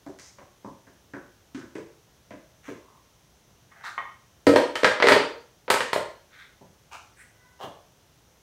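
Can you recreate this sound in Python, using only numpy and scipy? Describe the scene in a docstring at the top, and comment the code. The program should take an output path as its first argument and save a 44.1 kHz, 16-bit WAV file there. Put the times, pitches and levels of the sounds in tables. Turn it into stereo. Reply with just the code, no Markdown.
"""Filling pastry, basin set aside

Hands pat and spread moist filling over crinkling pastry in a hard-walled kitchen; a nudged dish clinks.
An emptied plastic basin lands with a hollow boom, rocks, clatters and takes two last sharp knocks,
each blow ringing its bottom, walls and rim. A slipper scuffs, a footstep thumps softly,
and the hands go on quietly over room murmur and a brief whine."""
import sys
import numpy as np
from scipy import signal
from scipy.fft import rfft, irfft, next_fast_len
from scipy.io import wavfile
from scipy.ndimage import uniform_filter1d

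SR = 44100
rng = np.random.default_rng(int(sys.argv[2]) if len(sys.argv) > 2 else 0)


def pcm_store(signal):
    """Save signal as 16-bit PCM."""
    levels = np.round(np.clip(np.atleast_2d(signal), -1, 1) * 32767)
    wavfile.write(sys.argv[1], SR, levels.astype(np.int16).T)


N = 371322
EVENT_S = np.arange(SR // 4) / SR


def amp(db):
    """Decibels to gain."""
    return 10 ** (np.asarray(db) / 20)


def curve(points, hz):
    """Interpolates on a log-frequency axis."""
    f, value = np.transpose(points)
    return np.interp(np.log(hz + 1), np.log(f), value)


def bell(hz, centre_hz, width_oct):
    """Bell of height 1 on a log-frequency axis."""
    return np.exp(-(np.log2((hz + 1) / centre_hz) / width_oct) ** 2)


def rolloff_db(ratio, order):
    """Butterworth slope, -3 dB at ratio 1."""
    return -10 * np.log10(1 + ratio ** (2 * order))


def decay(t60_s, t=EVENT_S):
    """Envelope falling 60 dB in t60_s."""
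    return np.exp(-np.log(1000) * t / t60_s)


def unit_rms(x):
    """Scales to rms 1."""
    return x / np.sqrt(np.mean(x ** 2) + 1e-20)


def unit_attack(x):
    """Scales the first 10 ms to rms 1."""
    return x / np.sqrt(np.mean(x[:SR // 100] ** 2) + 1e-20)


def add(mix, start_s, sound):
    """Mixes a sound in at start_s."""
    part = mix[max(round(start_s * SR), 0):][:len(sound)]
    part += sound[:len(part)]


def colour(x, db_at):
    """Minimum-phase filter with gain db_at(hz)."""
    size = 2 * next_fast_len(len(x))
    hz = abs(np.fft.fftfreq(size, 1 / SR))
    log_gain = np.log(amp(np.maximum(db_at(hz), -100)))
    response = np.exp(np.conj(signal.hilbert(log_gain)))[:size // 2 + 1]
    return irfft(rfft(x, size) * response)[:len(x)]


def whiten(x, bins):
    """Flattens a burst's spectrum and fades its end."""
    spectrum = rfft(x)
    local_rms = np.sqrt(uniform_filter1d(abs(spectrum) ** 2, size=bins))
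    return irfft(spectrum / local_rms, len(x)) * np.linspace(1, 0, len(x)) ** 2


def ring(modes, spread_db, low_hz=1, t60_scale=1):
    """Decaying sines; each blow lands elsewhere and shares its energy differently."""
    hz, db, t60_s = np.transpose(modes)[:, :, None]
    share = amp(db + spread_db * rng.standard_normal(hz.shape)) * rng.choice([-1, 1], hz.shape)
    share /= np.sqrt(1 + (low_hz / hz) ** 6)
    partials = share * decay(t60_s * t60_scale) * np.cos(2 * np.pi * hz * EVENT_S)
    attack = 1 - np.exp(-EVENT_S / 0.0006)
    return unit_attack(attack * partials.sum(0))


def dense_modes(db_at, t60_s, crack=0):
    """Unresolved modes as decaying noise, with an optional crack at contact."""
    envelope = decay(t60_s) + crack * np.exp(-EVENT_S / 0.0015)
    burst = rng.standard_normal(len(EVENT_S)) * envelope
    return unit_attack(colour(whiten(burst, bins=35), db_at))


def slips(per_s):
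    """Tiny random clicks, a few much larger than the rest."""
    n = len(EVENT_S)
    sizes = rng.standard_normal(n) * amp(2.4 * np.minimum(rng.exponential(1, n), 4))
    return sizes * (rng.random(n) < per_s / SR)


# room noise spectrum (frequency [Hz], level [dB])
ROOM_TONE = [(15, -43), (25, -16), (59, 1), (126, 0.5), (246, -8), (509, -8.5), (1000, -13), (2420, -18.5),
             (3170, -16.5), (4750, -20.5), (6100, -14.5), (7500, -24), (15500, -27)]
def room_tone():
    """Steady low murmur and faint hiss, nearly alike on both sides."""
    hz = np.fft.rfftfreq(N, 1 / SR)
    mid, side = irfft(rfft(rng.standard_normal((2, N))) * amp(curve(ROOM_TONE, hz)), N)
    return amp(-60) * (unit_rms(mid) + amp(-14) * unit_rms(side) * np.array([[1], [-1]]))


def whine(start_s=7.32, end_s=7.62, pitch_hz=498):
    """A faint, fuzzy tone swells briefly: harmonics 2-4, no fundamental."""
    out = np.zeros(N)
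    t = np.arange(start_s, end_s, 1 / SR)
    waver = unit_rms(uniform_filter1d(rng.standard_normal(len(t)), size=200))
    cycles = np.cumsum(pitch_hz * (1 + 0.017 * waver)) / SR
    tone = sum(np.sin(2 * np.pi * k * cycles) for k in (2, 3, 4))
    swell = np.sin(np.pi * np.linspace(0, 1, len(t)))
    add(out, start_s, amp(-63) * unit_rms(tone) * swell)
    return out


# reverberation (frequency [Hz], t60 [s])
ROOM_DECAY = [(100, 0.21), (300, 0.47), (700, 0.53), (1800, 0.47), (4500, 0.51), (9000, 0.39),
              (15000, 0.13)]
# counter and cupboard reflections (delay [s], relative gain [ratio])
REFLECTIONS = [(.0075, 0.4), (0.01, 0.5)]
def room_response(echo_db, tail_db):
    """Direct sound, single echoes, then a diffuse tail dying band by band."""
    taps = rng.choice([-1., 1.], SR) * (rng.random(SR) < 5000 / SR)
    hz, t, bands = signal.stft(taps, SR, nperseg=256)
    bands *= decay(curve(ROOM_DECAY, hz)[:, None], t)
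    tail = signal.istft(bands, SR, nperseg=256)[1][:SR]
    build_up = 1 - np.exp(-(np.arange(SR) / SR / 0.0083) ** 2)
    out = amp(tail_db) * build_up * whiten(tail * build_up, bins=30)
    out[0] += 1
    for delay_s, gain in REFLECTIONS:
        add(out, delay_s, amp(echo_db) * gain * np.array([1, 2, 1]) / 4)
    return out


def kitchen(x, echo_db, tail_db, drift_hz=5.5):
    """Moving sources drift through three paths into the room."""
    cycles = np.arange(N) / SR * drift_hz
    shares = [2 / 3 * np.sin(np.pi * (cycles + k / 3)) ** 2 for k in range(3)]
    return sum(signal.oaconvolve(x * share, room_response(echo_db, tail_db))[:N] for share in shares)


# fine crackle (frequency [Hz], level [dB])
CRACKLE_SPECTRUM = [(1000, 6), (3000, 4), (6000, 14), (9000, 3.5), (16000, -28)]
def crackle(t60_s):
    """One small snap, then a dying scatter of others."""
    snaps = 0.75 * slips(per_s=600) * decay(t60_s)
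    snaps[0] = 1
    return unit_attack(colour(snaps, lambda f: curve(CRACKLE_SPECTRUM, f)))


# sheets snapping (time [s], level [dB])
PASTRY_SNAPS = [(.188, -52), (3.844, -54.5), (6.921, -58.5)]
def pastry():
    """A sheet gives way: crisp snaps over a duller flap."""
    out = np.zeros(N)
    for start_s, db in PASTRY_SNAPS:
        flap = dense_modes(lambda f: -9 * abs(np.log2((f + 1) / 1700)), t60_s=0.11)
        add(out, start_s, amp(db) * (crackle(t60_s=0.41) + amp(-1.5) * flap))
    return out


# hand strokes and, at 6.294 s, one slipper scuff
# (time [s], length [s], level [dB], resonance [Hz], width [oct], scrape [Hz], scrape [dB])
RUB_EVENTS = [(0.183, 0.14, -57.5, 5830, 0.22, 2070, -12), (2.629, 0.097, -51.5, 1520, 0.61, 5800, -12),
              (2.793, 0.21, -63, 1030, .15, 1860, -26), (3.685, 0.34, -56.5, 1660, 0.27, 790, -6),
              (3.831, 0.07, -39.5, 1377, 0.36, 3640, -12), (6.294, 0.2, -55.5, 1694, 0.36, 3380, -7),
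              (6.908, 0.07, -45.5, 1020, 0.45, 2440, -5.5), (7.157, 0.093, -57.5, 1770, 0.3, 8200, -5.5),
              (7.589, 0.086, -42, 723, 0.55, 2990, -10)]
def rubs():
    """Tiny slips swell and fade in each rub, heard as two resonances and fine crackle."""
    def resonance(x, centre_hz, width_oct):
        return unit_rms(colour(x, lambda f: rolloff_db(np.log2((f + 1) / centre_hz) / width_oct, 2)))

    out = np.zeros(N)
    for start_s, length_s, db, body_hz, width_oct, scrape_hz, scrape_db in RUB_EVENTS:
        swell = np.sin(np.pi * np.minimum(EVENT_S / length_s, 1))
        friction = slips(per_s=3000)
        body = resonance(friction, body_hz, width_oct)
        scrape = resonance(friction, scrape_hz, width_oct=0.17)
        fizz = unit_rms(colour(friction, lambda f: curve(CRACKLE_SPECTRUM, f)))
        add(out, start_s, amp(db) * swell * (body + amp(scrape_db) * scrape + amp(-33.5) * fizz))
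    return out


# soft slap (frequency [Hz], level [dB])
SLAP_SPECTRUM = [(80, 0), (190, 5.5), (400, 0.5), (580, 4.5), (800, -7), (1000, 1), (1200, -6.5),
                 (1600, -1.5), (3000, -1.5), (9000, 7)]
def touch(thud_hz, hollow_hz, cutoff_hz, firmness):
    """Damped thud, slap with cupped-air resonance, crackle; firmness lifts thud and crackle."""
    def slap_db(f):
        hollow_db = 9.5 * bell(f, hollow_hz, width_oct=0.31)
        return curve(SLAP_SPECTRUM, f) + hollow_db + rolloff_db(f / cutoff_hz, order=4)

    envelope = np.exp(-EVENT_S / 0.0096) * (1 - np.exp(-EVENT_S / 0.0021))
    thud = unit_attack(np.sin(2 * np.pi * thud_hz * EVENT_S) * envelope)
    slap = dense_modes(slap_db, t60_s=0.1)
    snaps = crackle(t60_s=0.16)
    return amp(-4 + 14.5 * firmness) * thud + slap + amp(-26 + 15.5 * firmness) * snaps


# pats on the filling, a soft dish clink at 0.385 s and, at 6.611 s, one footstep # (time [s], level [dB], thud
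# [Hz], hollow [Hz], slap cutoff [Hz], firmness [0-1])
SOFT_THUMPS = [(.064, -45.5, 294, 710, 1420, 0.46), (.385, -51, 569, 1090, 2260, 0),
               (0.646, -42, 198, 1000, 1240, 0), (.869, -55, 263, 1680, 1530, 0.1),
               (1.136, -40.5, 280, 1570, 1740, 0), (1.547, -47, 263, 1390, 3060, 1),
               (1.612, -51, 204, 1510, 1850, 0.06), (1.753, -41.5, 331.5, 455, 2200, 0.6),
               (2.307, -44, 220, 610, 2150, 0.03), (2.681, -42, 283, 475, 1830, 0.33),
               (6.611, -51.5, 152.7, 898, 907, 0), (7.638, -44.5, 445, 754, 1200, 0.08)]
def soft_thumps(lag_s=0.029, second_db=-3):
    """Two touches a thump, the second softer: in a pat, fingers then palm."""
    out = np.zeros(N)
    for start_s, db, thud_hz, hollow_hz, cutoff_hz, firmness in SOFT_THUMPS:
        first = touch(thud_hz, hollow_hz, cutoff_hz, firmness)
        second = touch(1.307 * thud_hz, hollow_hz, 0.69 * cutoff_hz, firmness)
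        add(out, start_s, amp(db) * first)
        add(out, start_s + lag_s, amp(db + second_db) * second)
    return out


# dish resonances (frequency [Hz], level [dB], t60 [s])
DISH_MODES = [(895, -9.5, 0.099), (1100, 2.5, 0.097), (1193, 6, 0.05), (1893, 5.5, 0.064), (2153, 2, 0.08),
              (3066, -13, 0.16), (3523, -9, 0.07)]
# nudges, and at 3.84 s the sharp slap that starts a hand scrape (time [s], level [dB])
DISH_NUDGES = [(3.717, -53), (3.84, -42), (3.978, -27.5)]
def dish():
    """A dish nudged on the counter: short clinks over dull contact noise; the same sound gives a hand scrape
    its sharp onset at 3.84 s."""
    out = np.zeros(N)
    for start_s, db in DISH_NUDGES:
        contact = dense_modes(lambda f: -11 * abs(np.log2((f + 1) / 1000)), t60_s=0.079)
        add(out, start_s, amp(db) * (ring(DISH_MODES, spread_db=0.5) + amp(-4) * contact))
    return colour(out, lambda f: rolloff_db(f / 3300, order=4))


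# bottom modes and prominent wall modes (frequency [Hz], level [dB], free t60 [s])
BOTTOM_MODES = [(96, -13.5, 0.3), (159, -13.5, 0.11), (245, -4.5, 0.13), (294.2, 3, 0.075),
                (367, -5.5, 0.062), (401.4, -1, 0.13), (469.6, 2, 0.18), (518.3, -2, 0.14),
                (544.3, -4, 0.12), (596, 2, 0.15)]
WALL_PEAKS = [(966, 7.5, 0.068), (1290, 2, 0.17), (1558, -4.5, 0.11), (1660, -5.5, 0.21), (1852, 3, 0.15),
              (2065, -1, 0.084), (3090, -5.5, 0.37), (4320, -7.5, 0.48), (4710, -9.5, .25)]
# dense modes of walls and rim (frequency [Hz], level [dB])
WALL_SPECTRUM = [(60, -32.5), (130, -14), (450, -2.5), (750, -3), (980, 1), (1150, -3.5), (1400, -1),
                 (2000, -2), (2700, -8), (4400, -11.5), (5500, -17), (9000, -39.5), (15000, -50.5)]
RIM_SPECTRUM = [(1500, -18), (3200, 1), (6000, 2), (8800, 4), (10500, -4.5), (13000, -3), (16000, -13.5)]
# basin settling, then held (time [s], low cutoff [Hz], t60 scale [ratio], wall peaks [dB])
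BASIN_DAMPING = [(4.471, 100, 0.85, -2), (4.53, 250, 0.36, -0.5), (4.851, 348, 0.5, -10.5),
                 (5.702, 450.5, 0.38, -10), (5.951, 590, 0.12, -7)]
def basin_blow(start_s, place):
    """Bottom booms, walls clack, rim ticks; settling takes away low modes and ring time."""
    times_s, *damping = np.transpose(BASIN_DAMPING)
    low_hz, t60_scale, peaks_db = (np.interp(start_s, times_s, column) for column in damping)
    boom = ring(BOTTOM_MODES, spread_db=1, low_hz=low_hz, t60_scale=t60_scale)
    clack = dense_modes(lambda f: curve(WALL_SPECTRUM, f), t60_s=0.074 * np.sqrt(t60_scale), crack=0.81)
    clack += amp(peaks_db) * ring(WALL_PEAKS, spread_db=6, t60_scale=t60_scale)
    tick = dense_modes(lambda f: curve(RIM_SPECTRUM, f), t60_s=0.18, crack=0.93)
    places = [0, 0.5, 1]  # bottom, wall, rim
    boom_db = np.interp(place, places, [0.5, -3.5, -8.5])
    clack_db = np.interp(place, places, [-14.5, -2, -1])
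    tick_db = np.interp(place, places, [-22.5, -27.5, -11])
    return amp(boom_db) * boom + amp(clack_db) * clack + amp(tick_db) * tick


# impacts, the 5.711 s row an echo of the 5.702 s knock # (time [s], level [dB], place [0 bottom, 0.5 wall, 1
# rim], favoured band [Hz], cutoff [Hz])
BASIN_IMPACTS = [(4.468, -8.5, 0.14, 288, 10870), (4.491, -15, 0.0083, 293, 7860),
                 (4.536, -17, 0.03, 510, 4000), (4.56, -9.5, 0.25, 870, 11120),
                 (4.755, -23, 0.87, 3010, 9000), (4.833, -14.5, 0.27, 509, 9000),
                 (4.845, -10.5, 0.87, 1676, 5730), (5.001, -21, 0.66, 1298, 4500),
                 (5.024, -12, 0.71, 1990, 4990), (5.041, -15, 0.08, 455.5, 6000),
                 (5.056, -16.5, .15, 410, 5020), (5.07, -13.5, 0.83, 398, 7000),
                 (5.086, -10, 0.78, 1350, 10740), (5.11, -15.5, 0.3, 604, 7000),
                 (5.12, -8.5, 0.72, 925, 8070), (5.163, -14.5, 0.26, 393, 4000),
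                 (5.68, -28, 0.48, 674, 2500), (5.702, -12.5, 0.95, 960, 15500),
                 (5.711, -20.5, 0.28, 1100, 7000), (5.741, -21, 1, 880, 8000), (5.806, -22, 1, 2900, 6000),
                 (5.931, -20, 0.89, 970, 13000), (5.961, -20.5, 0.27, 607, 3500)]
def basin():
    """The basin lands, rocks and is knocked; each struck spot favours a narrow band of modes."""
    out = np.zeros(N)
    for start_s, db, place, favoured_hz, cutoff_hz in BASIN_IMPACTS:
        def contact_db(f):
            return 6 * bell(f, favoured_hz, width_oct=0.17) + rolloff_db(f / cutoff_hz, order=2)

        add(out, start_s, amp(db) * colour(basin_blow(start_s, place), contact_db))
    return out


def scene():
    """Basin, dish and whine further off; thumps, rubs and pastry close, with stronger early echoes."""
    far = kitchen(basin() + dish() + whine(), echo_db=-7.5, tail_db=3)
    near = kitchen(soft_thumps() + rubs() + pastry(), echo_db=-1, tail_db=2.94)
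    handling = amp(-2) * far + amp(1.7) * near
    low_cut = signal.butter(3, 70, "highpass", fs=SR, output="sos")  # small things radiate no deep bass
    return signal.sosfilt(low_cut, handling) + room_tone()


# port imbalance (frequency [Hz], left minus right [dB])
PORT_BALANCE = [(900, 0), (1450, .6), (1890, 3.6), (2200, 1.4), (3000, 0)]
# port phase difference (frequency [Hz], left lead [rad])
PORT_PHASE = [(800, 0), (1640, .19), (2150, -.21), (3500, 0)]
def record(dry, cutoff_hz=15850):
    """Two close microphone ports, slightly apart in level and phase; soft overload; band limit."""
    hz = np.fft.rfftfreq(N, 1 / SR)
    sides = np.array([[0.5], [-0.5]])
    gain = amp(curve(PORT_BALANCE, hz) * sides)
    phase_rad = curve(PORT_PHASE, hz) * sides
    ports = irfft(rfft(dry) * gain * np.exp(1j * phase_rad), N)
    clipped = ports / (1 + ports ** 8) ** (1 / 8)
    lowpass = signal.firwin(511, cutoff_hz, window=("kaiser", 9), fs=SR)
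    return signal.oaconvolve(clipped, lowpass[None], "same")


dry = scene()
out = record(dry)
pcm_store(out)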